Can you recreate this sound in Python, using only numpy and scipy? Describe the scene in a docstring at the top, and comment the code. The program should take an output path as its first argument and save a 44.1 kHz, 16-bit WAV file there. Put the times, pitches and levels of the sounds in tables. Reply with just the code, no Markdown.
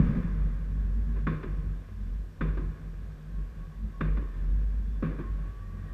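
"""A shell burst dies away over a town at night, its bass sooner than its treble, with low thuds off the town.
A low rumble throbs beneath, over noise for the town's rush. Four more far fireworks crack from 1.27 s on:
sharp clicks and smeared noise off the walls of a high balcony, whose air rings in decaying modes. Each returns
from a large building and rolls over the roofs as fading noise. Far whistles, sliding tones, come between and
after the later ones. All passes through a small resonant case, with faint electronic hiss and whine on top."""
import sys
import numpy as np
from scipy import signal
from scipy.fft import rfft, irfft, next_fast_len
from scipy.io import wavfile
from scipy.ndimage import uniform_filter1d

SR = 44100
rng = np.random.default_rng(int(sys.argv[2]) if len(sys.argv) > 2 else 0)


def int16_out(signal):
    """Quantize to a 16-bit WAV file."""
    q = np.round(np.clip(np.atleast_2d(signal).T, -1, 1) * 32767)
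    wavfile.write(sys.argv[1], SR, q.astype(np.int16))


N = 261513
T = np.arange(N) / SR

# Levels in the tables and settings are relative: later filters and gains still act on them.

# level of the deep rumble: (time [s], level [dB])
RUMBLE_LEVEL = [(0, -25), (.23, -35.5), (.41, -22.5), (.6, -30.5), (.8, -27.5), (1.2, -26), (1.43, -40),
                (1.5, -30), (1.78, -34), (1.88, -49.5), (2.02, -32.5), (2.21, -30), (2.36, -55),
                (2.43, -28.5), (2.67, -30), (2.79, -47), (2.88, -35), (2.94, -40.5), (3.01, -33.5),
                (3.21, -48), (3.39, -28), (3.54, -44.5), (3.62, -35.5), (3.72, -48), (3.85, -29),
                (3.93, -42), (4.11, -22.5), (4.3, -34.5), (4.53, -23.5), (4.76, -29.5), (5.08, -29),
                (5.2, -39.5), (5.33, -29.5), (5.6, -40), (5.93, -35.5)]
# levels of the town's low noise and of its rush: (time [s], low level [dB], rush level [dB])
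TOWN_LEVEL = [(0, 8, 1), (.7, -1, 2), (1.15, 0.5, 5), (1.6, 2.5, -0.5), (2.05, -2, 1.5), (2.36, 0.5, -1.5),
              (2.9, 1, 1), (3.4, -2, 0.5), (3.85, -1.5, 0.5), (4.5, -0.5, 4), (4.87, -2, 0.5),
              (5.4, -0.5, 2.5), (5.93, 0.5, 4)]
# spectrum of the town's noise: (frequency [Hz], level [dB])
TOWN_SPECTRUM = [(20, -50.5), (60, -17.5), (95, -25), (125, -30.5), (200, -30.5), (280, -37.5),
                 (480, -42.5), (640, -50), (900, -57.5), (1700, -55.5), (2300, -64.5), (3000, -68.5),
                 (3550, -73), (6000, -90.5)]
# where the balcony lifts the town's noise: (frequency [Hz], width [Hz], gain [dB])
TOWN_RESONANCES = [(92.7, 12, 7.5), (153.9, 21.6, 16), (222, 20, 3)]
# soft swells in the balcony's air modes: (middle [s], length [s], frequency [Hz], level [dB])
SWELLS = [(0.374, 0.17, 93.8, -47), (.68, 0.11, 92, -41.5), (0.853, 0.11, 205, -44),
          (1.105, 0.23, 228, -44), (1.207, 0.12, 93, -40), (1.657, 0.1, 87.8, -51), (2, 0.14, 90, -45),
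          (2.02, 0.19, 212, -51), (3.13, 0.88, 157.9, -50), (3.348, 0.2, 208, -54),
          (3.625, 0.23, 157.4, -46.5), (3.867, 0.087, 210, -45), (4.49, 0.13, 226, -48.5),
          (4.84, 0.14, 221, -44), (5.683, 0.87, 91.76, -46), (5.745, 0.2, 205, -49)]
# the deepest air mode sits a little higher when driven harder
RUMBLE_HZ, RUMBLE_HZ_PER_DB, RUMBLE_WANDER_HZ = 47.7, 0.19, 3
RUMBLE_WANDER_DB_PER_DB = 0.551  # the pitch wanders more as the rumble sinks
RUMBLE_DB, THROB_DB, THROBS_PER_S = -0.84, 1.27, 25
TOWN_SHARE = 0.51  # share of the rumble's swell that the town's low noise follows
SWELL_STEPS_PER_S = 22  # faster steps make a wider band

# far whistles; a negative slide falls: (start [s], length [s], held pitch [Hz], upward slide [Hz], level [dB])
WHISTLES = [(3.334, 0.28, 1120, 40.5, -74), (3.569, 0.19, 1150, 61, -70), (3.705, 0.15, 1110, 1.5, -70.5),
            (3.919, 0.15, 1125, 27, -67), (4.178, 0.17, 1102, -0.5, -64), (4.235, 0.25, 1793, -10, -69.5),
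            (5.179, 0.22, 1128, 115, -62), (5.334, 0.21, 1120, 28.5, -62), (5.485, 0.27, 1153, 24.5, -64.5),
            (5.678, 0.33, 1144, 9.5, -66), (5.25, 0.14, 1800, -36, -65), (5.598, 0.18, 1880, 29.5, -68.5),
            (5.77, 0.096, 1830, -38, -61), (5.848, 0.14, 1805, -83, -64.5), (4.764, 0.32, 3490, 152.5, -83)]
WHISTLE_SLIDE_S, WHISTLE_ATTACK_S, WHISTLE_RELEASE_S = 0.11, 0.022, 0.11
WHISTLE_SCATTER, WHISTLE_SCATTER_STEPS_PER_S = 0.4, 45  # scattered copies, as a share of the tone
WHISTLE_WAVER, WHISTLE_FLUTTER_DB = .007, 1.6  # waver as a share of the pitch

# spectrum of the earlier shell: (frequency [Hz], level [dB])
EARLIER_SPECTRUM = [(30, -5), (90, -11.5), (165, -8), (240, -5), (340, -25.5), (490, -22), (750, -42),
                    (1100, -37.5), (1900, -40), (2700, -51), (3700, -59), (7000, -71), (12000, -89)]
# its low thuds: (time [s], frequency [Hz], level [dB], t60 [s])
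THUDS = [(0, 168, 2.5, 0.028), (.029, 179, -6.5, 0.058), (0.065, 201, -14, .06), (.086, 148, -16.5, 0.18),
         (.166, 173, -14, 0.1), (.244, 164.5, -20, .2), (.32, 165.4, -25, 0.18)]
EARLIER_BASS_DB, EARLIER_BASS_T60_S = 0, 0.73
EARLIER_TREBLE_DB, EARLIER_TREBLE_T60_S = 1, 2.24
EARLIER_ROLL_DB, EARLIER_ROLL_T60_S = -15.5, 7.6
EARLIER_ECHO_S, EARLIER_ECHO_DB, EARLIER_ECHO_T60_S = 0.144, -2, 0.56

# shells: (arrival [s], boom [dB], crack [dB], treble edge [dB], rolling tail's treble [dB], echo's treble [dB])
BURSTS = [(1.269, 1.5, 4.5, 1, 4, -2), (2.4099, -0.5, 1.5, -2.5, 2, -5), (4.0080, 0, 1, 0, 0.5, -3),
          (5.0255, 2, -6, -15, 1, -10)]
# faint small pops: (time [s], level [dB], t60 [s])
POPS = [(1.159, -9, 0.28), (1.882, -11.5, 0.065)]
# spectrum of the rolling scatter: (frequency [Hz], level [dB])
ROLL_SPECTRUM = [(40, -22), (160, -18), (260, -17.5), (480, -20), (680, -34), (850, -41.5), (1100, -32.5),
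                 (1400, -33.5), (2100, -40), (2700, -44.5), (3200, -53), (3650, -53.5), (5000, -67.5),
                 (9000, -84.5)]
# a soft, drawn-out return from the far side of town
FAR_LAG_S, FAR_RISE_S, FAR_T60_S, FAR_LOW_DB, FAR_HIGH_DB = 0.434, 0.091, 0.88, -21, -22.5

# facades that return each shock: (lag [s], depth in time [s], level [dB])
FACADES = [(0.042, .062, -2), (0.160, 0.0159, -1.5), (0.206, .02, -9)]
# low-mid thump of the largest facade's return: (frequency [Hz], level [dB], t60 [s])
THUMP = [(342, -41, 0.22), (302, -42, 0.072)]
# spectrum of the building's echo: (frequency [Hz], level [dB])
ECHO_SPECTRUM = [(60, -15.5), (200, -9), (350, -10.5), (500, -23), (760, -35), (1100, -24.5), (2000, -29),
                 (2900, -41), (4000, -47.5), (6000, -65.5), (12000, -102.5)]
THUMP_LAG_S = .163
SLAP_LAG_S, SLAP_DB, SLAP_LOSS_DB_PER_S = .163, 20, 301  # the hard knock off the flat front
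WAKE_LAG_S, WAKE_DB, WAKE_T60_S = 0.1624, -10, 0.38

# paths by floor, walls and roof of the balcony: (delay [s], level [dB])
WALLS = [(.0002, -8.5), (.0036, -5.5), (.0079, -8.4), (0.0131, -5), (0.0254, -11.5), (.0444, -13)]
# air modes of the balcony: (frequency [Hz], level [dB], t60 [s])
BALCONY_MODES = [(45.8, -33.5, 0.87), (97.5, -34, 0.36), (157, -21.5, 0.21), (204, -31.5, 0.21),
                 (253.3, -31, 0.21), (520, -42, 0.025)]
# spectrum of the push on the balcony air: (frequency [Hz], level [dB])
PUSH_SPECTRUM = [(520, 0.5), (760, -14), (1500, -20)]
# spectrum of the crack: (frequency [Hz], level [dB])
CRACK_SPECTRUM = [(40, -19), (270, -5), (450, 0.5), (780, -17), (1200, 0), (1900, -9), (2700, -15.5),
                  (3200, -25.5), (3600, -22.5), (4300, -37), (6000, -45), (9000, -75)]
# the case's brief ping after a sharp front: (frequency [Hz], level [dB], t60 [s])
PING = [(3500, -62, 0.15), (3620, -61, .22)]
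WALL_TREBLE_LOSS_DB_PER_S = 858
SNAP_LAG_S, SNAP_DB, SNAP_T60_S = 0.0024, 5.5, 0.024  # the hardest part of the crack

# resonances and dips of the case: (frequency [Hz], width [Hz], gain [dB])
CASE = [(1074.5, 130, 8), (1283, 99, 3), (1370, 77, -6.5), (1615, 310, 6), (2406, 130, 5), (3250, 350, -3),
        (3477, 210, 8), (3900, 300, -1.5), (5800, 130, 3.5)]
# spectrum of the electronic hiss: (frequency [Hz], level [dB])
HISS_SPECTRUM = [(1000, -58), (3500, -64.5), (5500, -69), (9000, -72.5), (10700, -78.5), (11700, -71.5),
                 (13600, -76.5), (14200, -84.5)]
WHINE_HZ, WHINE_DB, TOP_HZ = 13635, -90, 14500
SING_HZ, SING_STEPS_PER_S, SING_DB = 5620, 67, -89.5  # a faint narrow band in the hiss


def undb(db):
    """Decibels to gain."""
    return 10 ** (np.asarray(db) / 20)


def curves(table):
    """The columns of a table, joined by straight lines in time."""
    s, *columns = np.transpose(table)
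    return [np.interp(T, s, c) for c in columns]


def noise():
    """White noise of unit power."""
    return rng.standard_normal(N)


def shape(x, db_at):
    """Causal minimum-phase filter whose gain in dB is the function db_at of frequency."""
    size = 2 * next_fast_len(N)
    log_gain = np.log(undb(db_at(np.fft.rfftfreq(size, 1 / SR))))
    # folding the cepstrum onto positive time makes the filter causal
    cepstrum = irfft(log_gain)
    cepstrum[1:size // 2] *= 2
    cepstrum[size // 2 + 1:] = 0
    response = np.exp(rfft(cepstrum))
    return irfft(rfft(x, size) * response)[:N]


def colour(x, spectrum):
    """Filter by spectrum points, joined along log frequency."""
    hz, db = np.transpose(spectrum)
    return shape(x, lambda f: np.interp(np.log(f + 1), np.log(hz), db))


def resonate(x, peaks):
    """Filter by bell-shaped resonances and dips, summed in dB."""
    return shape(x, lambda f: sum(db / (1 + (2 * (f - hz) / width) ** 2) for hz, width, db in peaks))


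def tilt(x, low_db, high_db, split_hz=750):
    """Separate gains below and above the split."""
    low = signal.sosfiltfilt(signal.butter(2, split_hz, fs=SR, output="sos"), x)
    return low * undb(low_db) + (x - low) * undb(high_db)


def walk(rate):
    """Random levels, a new one every 1 / rate s, slewed in straight lines; spread a little under 1."""
    k = max(int(SR / rate), 1)
    steps = np.repeat(rng.standard_normal(N // k + 1), k)[:N]
    return uniform_filter1d(steps, k)


def narrow(hz, steps_per_s):
    """Noise in a narrow band about a pitch: a carrier whose two phases drift at random."""
    phase = 2 * np.pi * np.cumsum(hz + np.zeros(N)) / SR
    # the factor makes up for the power that slewing takes
    return np.sqrt(3 / 2) * (walk(steps_per_s) * np.cos(phase) + walk(steps_per_s) * np.sin(phase))


def fade(start, t60, rise):
    """Envelope that rises from the start with time constant rise and dies 60 dB in t60."""
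    age = np.maximum(T - start, 0)
    return (1 - np.exp(-age / rise)) * np.exp(-np.log(1000) * age / t60)


def smear(envelope):
    """A unit click spread over many random paths under the envelope, its spectrum still nearly flat."""
    paths = rfft(noise() * envelope, 2 * next_fast_len(N))
    # keep only the phases, so the envelope gives the spread and not the level
    flat = irfft(np.exp(1j * np.angle(paths)))[:N]
    return flat * (envelope > 0)


def clicks(s, loss_db_per_s):
    """One click for each path by the balcony walls; the longer paths lose more where a loss is set."""
    out = np.zeros(N)
    for delay, db in WALLS:
        out[int((s + delay) * SR)] += undb(db - loss_db_per_s * delay)
    return out


def ringing(s, modes, rise=0.0056):
    """Damped modes set going at time s."""
    return sum(undb(db) * fade(s, t60, rise) * np.cos(2 * np.pi * hz * (T - s)) for hz, db, t60 in modes)


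def swell(s, length, hz, db):
    """Far low noise rises and sinks in one air mode."""
    return narrow(hz, SWELL_STEPS_PER_S) * undb(db) * np.exp(-2 * ((T - s) / length) ** 2)


def town(swell_db):
    """The town's low noise and rush, lifted by the balcony's air modes."""
    rush = colour(noise() * undb(1.1 * walk(14)), TOWN_SPECTRUM)
    rush = resonate(rush, TOWN_RESONANCES)
    # the higher air modes swell along with the deepest
    rush = tilt(rush, TOWN_SHARE * swell_db, 0, split_hz=366)
    low_db, rush_db = curves(TOWN_LEVEL)
    return tilt(rush, low_db, rush_db) + sum(swell(*row) for row in SWELLS)


def rumble():
    """Far low noise in the balcony's deepest mode, as a wandering tone that throbs at random, over the town."""
    db = curves(RUMBLE_LEVEL)[0] + THROB_DB * walk(THROBS_PER_S)
    swell_db = db - np.mean(db)
    wander_hz = RUMBLE_WANDER_HZ * undb(-RUMBLE_WANDER_DB_PER_DB * swell_db) * walk(20)
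    hz = RUMBLE_HZ + RUMBLE_HZ_PER_DB * swell_db + wander_hz
    throb = np.sqrt(2) * undb(db + RUMBLE_DB) * np.sin(2 * np.pi * np.cumsum(hz) / SR)
    return throb + town(swell_db)


def whistle(s, length, held_hz, slide_hz, db):
    """A thin far tone slides to its pitch; moving air and scattered copies make it pulse unevenly."""
    age = np.maximum(T - s, 0)
    hz = held_hz - slide_hz * np.exp(-age / WHISTLE_SLIDE_S)
    envelope = np.clip(np.minimum(age / WHISTLE_ATTACK_S, (length - age) / WHISTLE_RELEASE_S), 0, 1)
    tone = np.sin(2 * np.pi * np.cumsum(hz * (1 + WHISTLE_WAVER * walk(70))) / SR)
    scatter = WHISTLE_SCATTER * narrow(hz, WHISTLE_SCATTER_STEPS_PER_S)
    return (tone + scatter) * envelope * undb(db + WHISTLE_FLUTTER_DB * walk(30))


def thuds():
    """The earlier shell comes back off the town in separate low thuds, each one damped mode."""
    return sum(ringing(s, [mode]) for s, *mode in THUDS)


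def earlier_burst():
    """A shell that has already gone off: noise that fades, swells once with its echo, and rolls away."""
    echo = undb(EARLIER_ECHO_DB) * fade(EARLIER_ECHO_S, EARLIER_ECHO_T60_S, rise=0.0038)
    after = np.hypot(echo, undb(EARLIER_ROLL_DB - 60 * T / EARLIER_ROLL_T60_S))
    # the bass dies faster than the treble, both over the long roll
    bass = np.hypot(undb(EARLIER_BASS_DB - 60 * T / EARLIER_BASS_T60_S), after)
    treble = np.hypot(undb(EARLIER_TREBLE_DB - 60 * T / EARLIER_TREBLE_T60_S), after)
    bass_db = 20 * np.log10(bass) + 2 * walk(40)
    treble_db = 20 * np.log10(treble) + 1.3 * walk(160)
    return colour(tilt(noise(), bass_db, treble_db), EARLIER_SPECTRUM)


def roofs(s, boom_db, roll_db):
    """Scatter from near roofs, lumpy wall by wall, then a long faint roll and a late return from far ones."""
    low = tilt(noise(), boom_db, -56) * fade(s, t60=0.6, rise=0.037)
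    high = tilt(noise(), -60, roll_db) * fade(s, t60=.5, rise=.003)
    far = tilt(noise(), boom_db - 16.5, roll_db - 13.0) * fade(s, t60=2.5, rise=0.023)
    late = tilt(noise(), FAR_LOW_DB, FAR_HIGH_DB) * fade(s + FAR_LAG_S, FAR_T60_S, FAR_RISE_S)
    return (low + high) * undb(0.78 * walk(220)) + far + late


def small_pops():
    """Small pops arrive only as scatter: short fading noise."""
    pops = sum(undb(db) * noise() * fade(s, t60, rise=0.0025) for s, db, t60 in POPS)
    return tilt(pops, -0.5, 0)


def building(s, echo_db):
    """A large flat front slaps back, wide facades draw the shock out, and blocks behind add a duller wake."""
    facades = undb(SLAP_DB) * clicks(s + SLAP_LAG_S, SLAP_LOSS_DB_PER_S)
    for lag, depth, db in FACADES:
        age = T - s - lag
        spread = np.sqrt(np.maximum(age * (depth - age), 0))
        facades = facades + undb(18.0 + db) * smear(spread)
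    wake = undb(WAKE_DB) * fade(s + WAKE_LAG_S, WAKE_T60_S, rise=0.0034)
    return tilt(facades, -1, echo_db) + tilt(noise(), 1.5, -5.5) * wake


def booms():
    """Each shock pushes the balcony air by every wall path, and its close modes ring and beat."""
    pushes = sum(undb(boom_db) * clicks(s, 0) for s, boom_db, *_ in BURSTS)
    air = signal.fftconvolve(pushes, ringing(0, BALCONY_MODES, rise=0.0001))[:N]
    return colour(air, PUSH_SPECTRUM)


def shock(s, boom_db, crack_db, edge_db):
    """The front cracks off the walls and pings the case; its hardest snap comes just after the first edge."""
    # railings and turbulent air fray the treble of the front
    snap = undb(SNAP_DB) * fade(s + SNAP_LAG_S, SNAP_T60_S, rise=0.00034)
    fray = fade(s, t60=0.075, rise=0.00022) + snap
    fronts = undb(2.5) * clicks(s, WALL_TREBLE_LOSS_DB_PER_S) + tilt(smear(fray), -3.0, 5.5)
    # a steeper front carries more treble
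    crack = colour(fronts, CRACK_SPECTRUM)
    crack = shape(crack, lambda f: np.interp(f, [400, 1100, 3000], [boom_db, crack_db, edge_db]))
    return crack + undb(edge_db) * ringing(s, PING)


def bursts():
    """Every shell: the shock, scatter from near and far roofs, and one broad echo off a building."""
    direct, roll, echo = 0, 0, 0
    for s, boom_db, crack_db, edge_db, roll_db, echo_db in BURSTS:
        direct = direct + shock(s, boom_db, crack_db, edge_db) + ringing(s + THUMP_LAG_S, THUMP)
        roll = roll + roofs(s, boom_db, roll_db)
        echo = echo + building(s, echo_db)
    return direct + colour(roll + small_pops(), ROLL_SPECTRUM) + colour(echo, ECHO_SPECTRUM)


def scene():
    """All that reaches the balcony, from the background to the shells."""
    background = rumble() + sum(whistle(*row) for row in WHISTLES)
    earlier = thuds() + earlier_burst()
    return (background + earlier + booms() + bursts())[None]


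def record(dry):
    """The case resonates; the electronics add hiss and a thin whine; a steep low-pass cuts the top."""
    whine = undb(WHINE_DB) * np.sin(2 * np.pi * np.cumsum(WHINE_HZ + 12 * walk(40)) / SR)
    hiss = colour(noise(), HISS_SPECTRUM) + undb(SING_DB) * narrow(SING_HZ, SING_STEPS_PER_S)
    out = resonate(dry[0], CASE) + hiss + whine
    return signal.sosfilt(signal.ellip(8, .2, 70, TOP_HZ, fs=SR, output="sos"), out)[None]


dry = scene()
out = record(dry)
int16_out(out)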